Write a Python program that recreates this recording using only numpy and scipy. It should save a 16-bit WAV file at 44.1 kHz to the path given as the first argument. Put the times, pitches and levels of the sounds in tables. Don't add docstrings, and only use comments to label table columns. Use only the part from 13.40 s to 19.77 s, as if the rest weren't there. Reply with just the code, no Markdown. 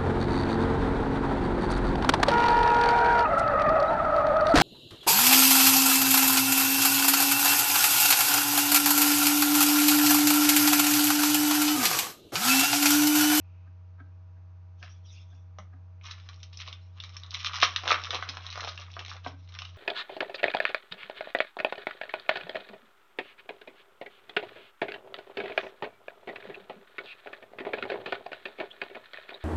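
import sys
import numpy as np
from scipy import signal
from scipy.fft import rfft, irfft, next_fast_len
from scipy.io import wavfile
from scipy.ndimage import uniform_filter1d, map_coordinates

SR = 44100
rng = np.random.default_rng(int(sys.argv[2]) if len(sys.argv) > 2 else 0)


def file_out(sig):
    cols = np.atleast_2d(sig).T
    lim = np.clip(cols, -1, 1)
    pcm = np.round(lim * 32767).astype(np.int16)
    wavfile.write(sys.argv[1], SR, pcm)


N = 280917

# (frequency [Hz], gain [dB])
FAN_AIR = [(40, -7.5), (120, 2.5), (220, -4), (400, -9.5), (700, -9), (1200, -6), (2000, -16.5),
           (2500, -15), (3000, -21.5), (6500, -26.5)]
HUM_HZ, HUM_RMS_DB = 90.1, -47
BLADE_HZ = 160.4
BLADE_RMS_DB = [-68, -81, -81, -77.5, -81, -81]

# (time [s], level [dB], card ring re contact [dB])
KNOCKS = [(0.277, -59, 3.5), (0.605, -43.5, -2.5), (0.978, -60.5, -1), (1.436, -65.5, 24.5),
          (1.933, -56, -0.5), (2.34, -50.5, -1), (4.889, -45, -8.5), (5.864, -34.5, -8)]
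# (multiple of THUD_HZ [ratio], level [dB], t60 [s])
THUD_MODES = [(.48, -8, 0.14), (1, 2.5, 0.073), (1.35, -15, 0.058)]
THUD_HZ = 273.3
# (frequency [Hz], level [dB], t60 [s])
CARD_MODES = [(730, -3.5, 0.046), (1290, 3, 0.03), (1587, 6, 0.032)]

# (start [s], length [s], level [dB])
SWEEPS = [(1.4, .005, -64.5), (1.493, 0.031, -64), (1.659, 0.14, -61.5), (1.905, 0.048, -72)]
SWEEP_ATTACK_S, SWEEP_RELEASE_S = 0.011, 0.041
# (centre [Hz], width [Hz], gain [dB])
CLOTH_PEAKS = [(1290, 130, -12), (2534, 430, -2.5), (3500, 550, 0), (5600, 1060, -2)]

# (time [s], level [dB], facet pitch [Hz], focus, sign ignored [dB/octave^2])
SNAPS = [(1.427, -42.5, 2750, 2.5), (2.612, -54.5, 2430, 11), (2.71, -38.5, 3400, 3.5),
         (2.8885, -42.5, 6200, 1), (3.03, -42, 6110, 3.5), (3.172, -40.5, 6110, 8),
         (3.201, -38.5, 3200, 4.5), (3.278, -42, 806, 1.5), (3.327, -37.5, 3500, 4),
         (3.601, -35.5, 3640, 17), (3.637, -38, 3470, 2), (3.7665, -37, 5440, 2), (3.834, -40, 3860, 11),
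         (3.9065, -38.5, 5000, 14), (3.9445, -28, 3600, 3.5), (4.0455, -27.5, 5370, 1),
         (4.0695, -28.5, 5100, 1), (4.133, -34.5, 3640, -1), (4.228, -12, 1150, -1), (4.2335, -17, 3150, 3),
         (4.3608, -21, 3140, 8.5), (4.477, -22.5, 1500, -1.5), (4.486, -24.5, 2980, 2.5),
         (4.505, -18, 1300, 3), (4.518, -18.5, 570, 3), (4.5425, -25.5, 2360, 9), (4.706, -26, 3530, 0.5),
         (4.73, -34, 660, -1.5), (4.746, -30, 925, 0), (4.8248, -28.5, 1290, 4.5),
         (4.889, -31.5, 4390, 3.5), (4.8945, -33, 4000, 3.5), (4.97, -34, 980, -1), (5.065, -35.5, 4140, 6),
         (5.102, -38, 4220, 19), (5.126, -37.5, 4370, 1.5), (5.156, -35.5, 1000, -0.5),
         (5.206, -33.5, 3930, 1.5), (5.246, -37, 2800, 3), (5.274, -33.5, 640, 2.5),
         (5.376, -37.5, 2650, 6.5), (5.538, -46, 3600, 10), (5.566, -35, 654, -3.5),
         (5.592, -34.5, 3140, 2.5), (5.649, -40.5, 3480, 1.5), (5.661, -40.5, 3500, 4),
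         (5.695, -41, 4950, 1), (5.863, -30, 422, 3), (6.15, -43, 2680, 7), (6.188, -34.5, 2940, 5.5),
         (6.219, -35.5, 2920, 2.5), (6.251, -39.5, 3070, 4.5)]
# (frequency [Hz], gain [dB])
FILM_COLOUR = [(170, -42.5), (260, -22), (480, -15), (700, -7.5), (850, -12), (1160, -0.5), (1600, -8.5),
               (4050, -7), (4600, -16.5), (5500, -8), (6500, -20.5)]
# (low [Hz], high [Hz])
REGISTERS = [(220, 900), (900, 2200), (2200, 7600)]

# (start [s], length [s], level [dB], card flexing [dB])
STROKES = [(1.437, 0.006, -54.5, -29), (1.471, 0.0023, -56, -7), (2.655, 0.054, -45.5, -32),
           (2.897, 0.011, -53, -16), (3.131, 0.01, -57, -46), (3.2, 0.015, -44.5, -53),
           (3.273, 0.011, -45, -11.5), (3.573, 0.079, -58.5, -23), (3.919, 0.14, -44, -29),
           (4.025, 0.023, -40.5, -28), (4.142, 0.062, -35.5, -29), (4.229, 0.0057, -20.5, -21),
           (4.436, 0.055, -35.5, -8), (4.485, 0.04, -26, -5.5), (4.638, 0.015, -39.5, -18),
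           (4.728, 0.024, -31, -5), (4.876, 0.017, -46, 1.5), (5.178, 0.094, -39, -5),
           (5.39, 0.035, -51, -1), (5.565, 0.044, -48, -1.5), (5.681, 0.08, -47.5, -8.5),
           (5.849, 0.031, -48, -4), (6.21, 0.014, -51.5, -7)]
STROKE_ATTACK_S, STROKE_RELEASE_S = 0.0079, 0.019
# (time [s], rustle level [dB])
HOLD = [(2.621, -66.5), (2.799, -58.5), (3.101, -66.5), (3.33, -60.5), (3.52, -73), (3.661, -56),
        (3.881, -59), (4.051, -49), (4.621, -48), (5.051, -51.5), (5.51, -58), (5.72, -62.5), (6.02, -70.5),
        (6.14, -54), (6.36, -61.5)]
HOLD_FLEX_DB = -11.5
TICKS_PER_S, TICK_RE_RUB_DB, TICK_SPREAD_DB = 33, 5, 1.5
TICK_LIMIT_DB = -47.5
TICK_HZ, TICK_SPREAD_OCTAVES, TICK_FOCUS_DB_PER_OCTAVE2 = 3600, 0.65, 4

LANDING_S, LANDING_RISE_S = 2.1858, 0.018
# (level [dB], frequency [Hz], t60 [s])
LANDING_RING = (-44.5, 190, 0.18)
# (centre [Hz], width [Hz], gain [dB])
STACK_PEAKS = [(650, 190, -1.5), (1141, 320, -0.5), (2070, 240, -1.5), (3240, 960, -13.5),
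               (5870, 910, -12.5)]

# (frequency [Hz], t60 [s])
ROOM_DECAY = [(200, 0.4), (600, 0.18), (1500, 0.28), (6000, 0.18)]
MIC_TOP_HZ = 6600


def amp(db):
    return 10 ** (np.asarray(db) / 20)


def unit(x):
    return x / np.sqrt(np.mean(x ** 2) + 1e-20)


def along(points, hz):
    f, v = np.transpose(points)
    return np.interp(np.log(hz + 1), np.log(f + 1), v)


def peaks(rows, hz):
    return sum(amp(db) / (1 + (2 * (hz - centre) / width) ** 2) for centre, width, db in rows)


def wobble(knots_per_s):
    knots = rng.standard_normal(int(N * knots_per_s / SR) + 4)
    return map_coordinates(knots, [np.arange(N) * knots_per_s / SR])


def coloured(x, gain):
    size = 2 * next_fast_len(len(x) // 2 + 2048)
    log_gain = np.log(np.maximum(gain(np.fft.rfftfreq(size, 1 / SR)), 1e-6))
    cepstrum = irfft(log_gain)
    cepstrum[1:size // 2] *= 2
    cepstrum[size // 2 + 1:] = 0
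    return irfft(rfft(x, size) * np.exp(rfft(cepstrum)))[:len(x)]


def add(track, s, sound):
    part = track[round(s * SR):][:len(sound)]
    part += sound[:len(part)]


def swell(s, length_s, attack_s, release_s):
    t = np.arange(N) / SR - s
    return np.exp(np.minimum(t, 0) / attack_s - np.maximum(t - length_s, 0) / release_s)


def shifting(x, patchy_db=3):
    z = signal.stft(x, nperseg=512)[2]
    field = uniform_filter1d(rng.standard_normal(z.shape), size=6, axis=0)
    field = uniform_filter1d(field, size=6, axis=1)
    return unit(signal.istft(z * amp(patchy_db * unit(field)), nperseg=512)[1][:N])


def fan(air_rms_db=-70, drift_rad=.05):
    turn = 2 * np.pi * np.arange(N) / SR + drift_rad * wobble(5.4) / HUM_HZ
    lines = [(HUM_HZ, HUM_RMS_DB)]
    lines += [(BLADE_HZ * k, db) for k, db in enumerate(BLADE_RMS_DB, 1)]
    tones = sum(np.sqrt(2) * amp(db) * np.sin(hz * turn) for hz, db in lines)
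    air = unit(coloured(rng.standard_normal(N), lambda hz: amp(along(FAN_AIR, hz))))
    return tones + amp(air_rms_db) * air


def airy_band(centre_hz=2540, width_hz=220, level_db=-77, hold_s=0.23, release_s=0.12):
    band = lambda hz: 1 / np.hypot(1, 2 * (hz - centre_hz) / width_hz)
    air = unit(coloured(rng.standard_normal(N), band))
    return amp(level_db) * swell(0, hold_s, release_s, release_s) * air


def knocks(thud_db=-3, card_db=-6, scuff_t60_s=0.016, scuff_rise_s=0.0093, attack_s=0.0043):
    out, t = np.zeros(N), np.arange(SR // 5) / SR
    lead_s = 3 * scuff_rise_s
    mode = lambda hz, db, t60_s: amp(db - 60 * t / t60_s) * np.sin(2 * np.pi * hz * t)
    card = sum(mode(*row) for row in CARD_MODES)
    thud = sum(mode(THUD_HZ * multiple, db, t60_s) for multiple, db, t60_s in THUD_MODES)
    thud *= 1 - np.exp(-t / attack_s)
    rise = np.exp(np.minimum(t - lead_s, 0) / scuff_rise_s)
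    scuff_gain = np.minimum(rise, amp(-60 * (t - lead_s) / scuff_t60_s))
    for s, db, ring_db in KNOCKS:
        scuff = rng.standard_normal(len(t)) * scuff_gain
        ring = signal.fftconvolve(card, scuff / np.linalg.norm(scuff))
        add(out, s, amp(db + thud_db) * thud)
        add(out, s - lead_s, amp(db + ring_db + card_db) * ring)
    return out


def swish(flutter_db=1.9, patchy_db=5.0):
    motion = sum(amp(db) * swell(s, length_s, SWEEP_ATTACK_S, SWEEP_RELEASE_S)
                 for s, length_s, db in SWEEPS)
    cloth = unit(coloured(rng.standard_normal(N), lambda hz: peaks(CLOTH_PEAKS, hz)))
    return motion * amp(flutter_db * wobble(51.0)) * shifting(cloth, patchy_db)


def snaps(rows, crack_t60_s=0.012, ring_db=5, ring_sharpness=6, flutter_db=-21, flutter_t60_s=0.093,
          attack_s=0.00023, level_db=-2.44):
    out, t = np.zeros(N), np.arange(SR // 12) / SR
    decay = amp(-60 * t / crack_t60_s) + amp(flutter_db - 60 * t / flutter_t60_s)
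    envelope = decay * (1 - np.exp(-t / attack_s))
    for s, db, facet_hz, focus_db in rows:
        octaves = lambda hz: np.log2((hz + 1) / facet_hz)
        peak_db = lambda hz: ring_db / (1 + (ring_sharpness * octaves(hz)) ** 2)
        facet_gain_db = lambda hz: peak_db(hz) - abs(focus_db) * octaves(hz) ** 2
        gain = lambda hz: amp(along(FILM_COLOUR, hz) + facet_gain_db(hz)) * microphone(hz)
        snap = coloured(rng.standard_normal(len(t)) * envelope, gain)
        onset_rms = np.std(snap[:round(.006 * SR)])
        add(out, s, amp(db + level_db) * snap / onset_rms)
    return out


def handling():
    hold_db = np.interp(np.arange(N) / SR, *np.transpose(HOLD), left=-140)
    power = amp(hold_db) ** 2
    flexing = HOLD_FLEX_DB * power
    for s, length_s, db, flex_db in STROKES:
        stroke = (amp(db) * swell(s, length_s, STROKE_ATTACK_S, STROKE_RELEASE_S)) ** 2
        power = power + stroke
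        flexing = flexing + flex_db * stroke
    return 10 * np.log10(power), flexing / power


def creases(per_s, spread_db, life_cycles):
    chance = rng.random((int(per_s * N / SR), 3))
    start = (chance[:, :1] * N).astype(int)
    hz = 350 * (7000 / 350) ** np.sqrt(chance[:, 1:2])
    size = amp(spread_db * np.minimum(-np.log(1 - chance[:, 2:]), 2.5))
    age = np.arange(SR // 90)
    cycles = hz * age / SR
    decay = amp(-60 * cycles / life_cycles)
    pings = size * np.sqrt(hz) * np.sin(2 * np.pi * cycles) * decay
    return unit(np.bincount((start + age).ravel(), pings.ravel(), N)[:N])


def sleeve(x, low_hz, high_hz):
    band = lambda hz: 1 / np.sqrt((1 + (low_hz / (hz + 1)) ** 8) * (1 + (hz / high_hz) ** 8))
    return unit(coloured(x, lambda hz: amp(along(FILM_COLOUR, hz)) * band(hz)))


def rustle(level_db, flex_db, creases_per_s=300, spread_db=4.0, life_cycles=5, friction=0.77, grip_db=3.5,
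           card_db=-4.0, body_db=-5.0, edge_db=-6.5, darken=0.13, touch_db=-66, firm_db=-46):
    pressure = np.interp(level_db, [touch_db, firm_db], [0, 1])
    crackle = pressure * creases(creases_per_s, spread_db, life_cycles)
    hiss = friction * shifting(rng.standard_normal(N))
    drive = (crackle + hiss) / np.hypot(pressure, friction)
    register_db = (card_db + flex_db, body_db + darken * flex_db, edge_db - darken * flex_db / 2)
    out = np.zeros(N)
    for db, (low_hz, high_hz) in zip(register_db, REGISTERS):
        out += amp(level_db + db + grip_db * wobble(50)) * sleeve(drive, low_hz, high_hz)
    return out


def ticks(level_db, silent_db=-66, count=260):
    chance, scatter = rng.random((count, 2)), rng.standard_normal((count, 2))
    s = chance[:, 0] * N / SR
    rub_db = level_db[(chance[:, 0] * N).astype(int)]
    db = np.minimum(rub_db + TICK_RE_RUB_DB, TICK_LIMIT_DB) + TICK_SPREAD_DB * scatter[:, 0]
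    hz = TICK_HZ * 2 ** (TICK_SPREAD_OCTAVES * scatter[:, 1])
    heard = (chance[:, 1] < TICKS_PER_S * N / SR / count) & (rub_db > silent_db)
    return [(*row, TICK_FOCUS_DB_PER_OCTAVE2) for row in zip(s[heard], db[heard], hz[heard])]


def thump():
    db, hz, t60_s = LANDING_RING
    t = np.maximum(np.arange(N) / SR - LANDING_S, 0)
    return amp(db - 60 * t / t60_s) * (1 - np.exp(-t / LANDING_RISE_S)) * np.sin(2 * np.pi * hz * t)


def clack(level_db=-42, crack_t60_s=0.013, scuff_db=-15, scuff_t60_s=0.15):
    out, t = np.zeros(N), np.arange(SR // 8) / SR
    decay = amp(-60 * t / crack_t60_s) + amp(scuff_db - 60 * t / scuff_t60_s)
    sound = coloured(rng.standard_normal(len(t)) * decay, lambda hz: peaks(STACK_PEAKS, hz))
    onset_rms = np.std(sound[t < crack_t60_s / 2])
    add(out, LANDING_S, amp(level_db) * sound / onset_rms)
    return out


def echoes(early_db=-10, early_t60_s=0.065, tail_db=-6.0, build_up_s=0.0026, slap_s=.008, slap_db=-11):
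    hz, t, z = signal.stft(rng.standard_normal(SR // 3), SR, nperseg=256)
    decay = amp(-60 * t / along(ROOM_DECAY, hz)[:, None])
    tail = signal.istft(z * decay, SR, nperseg=256)[1]
    tail = tail * (1 - np.exp(-np.arange(len(tail)) / SR / build_up_s))
    early = np.zeros(len(tail))
    for delay_s in rng.uniform(.002, .022, size=16):
        add(early, delay_s, rng.choice([-1, 1], 1) * amp(-60 * delay_s / early_t60_s))
    answer = amp(early_db) * early / np.linalg.norm(early)
    answer += amp(tail_db) * tail / np.linalg.norm(tail)
    add(answer, slap_s + rng.normal(0, .0003), amp([slap_db]))
    return answer


def room(x):
    out, hop = x.copy(), SR // 7
    for start in range(0, N, hop):
        piece = x[start:start + 2 * hop]
        windowed = piece * np.hanning(2 * hop)[:len(piece)]
        add(out, start / SR, signal.fftconvolve(windowed, echoes()))
    return out


def microphone(hz):
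    return 1 / np.sqrt(1 + (hz / MIC_TOP_HZ) ** 64)


def scene():
    level_db, flex_db = handling()
    background = fan() + airy_band()
    film = rustle(level_db, flex_db) + snaps(SNAPS) + snaps(ticks(level_db))
    contacts = knocks() + swish() + clack()
    return (room(film + contacts) + thump() + background)[None]


def record(dry):
    return np.array([coloured(x, microphone) for x in dry])


dry = scene()
out = record(dry)
file_out(out)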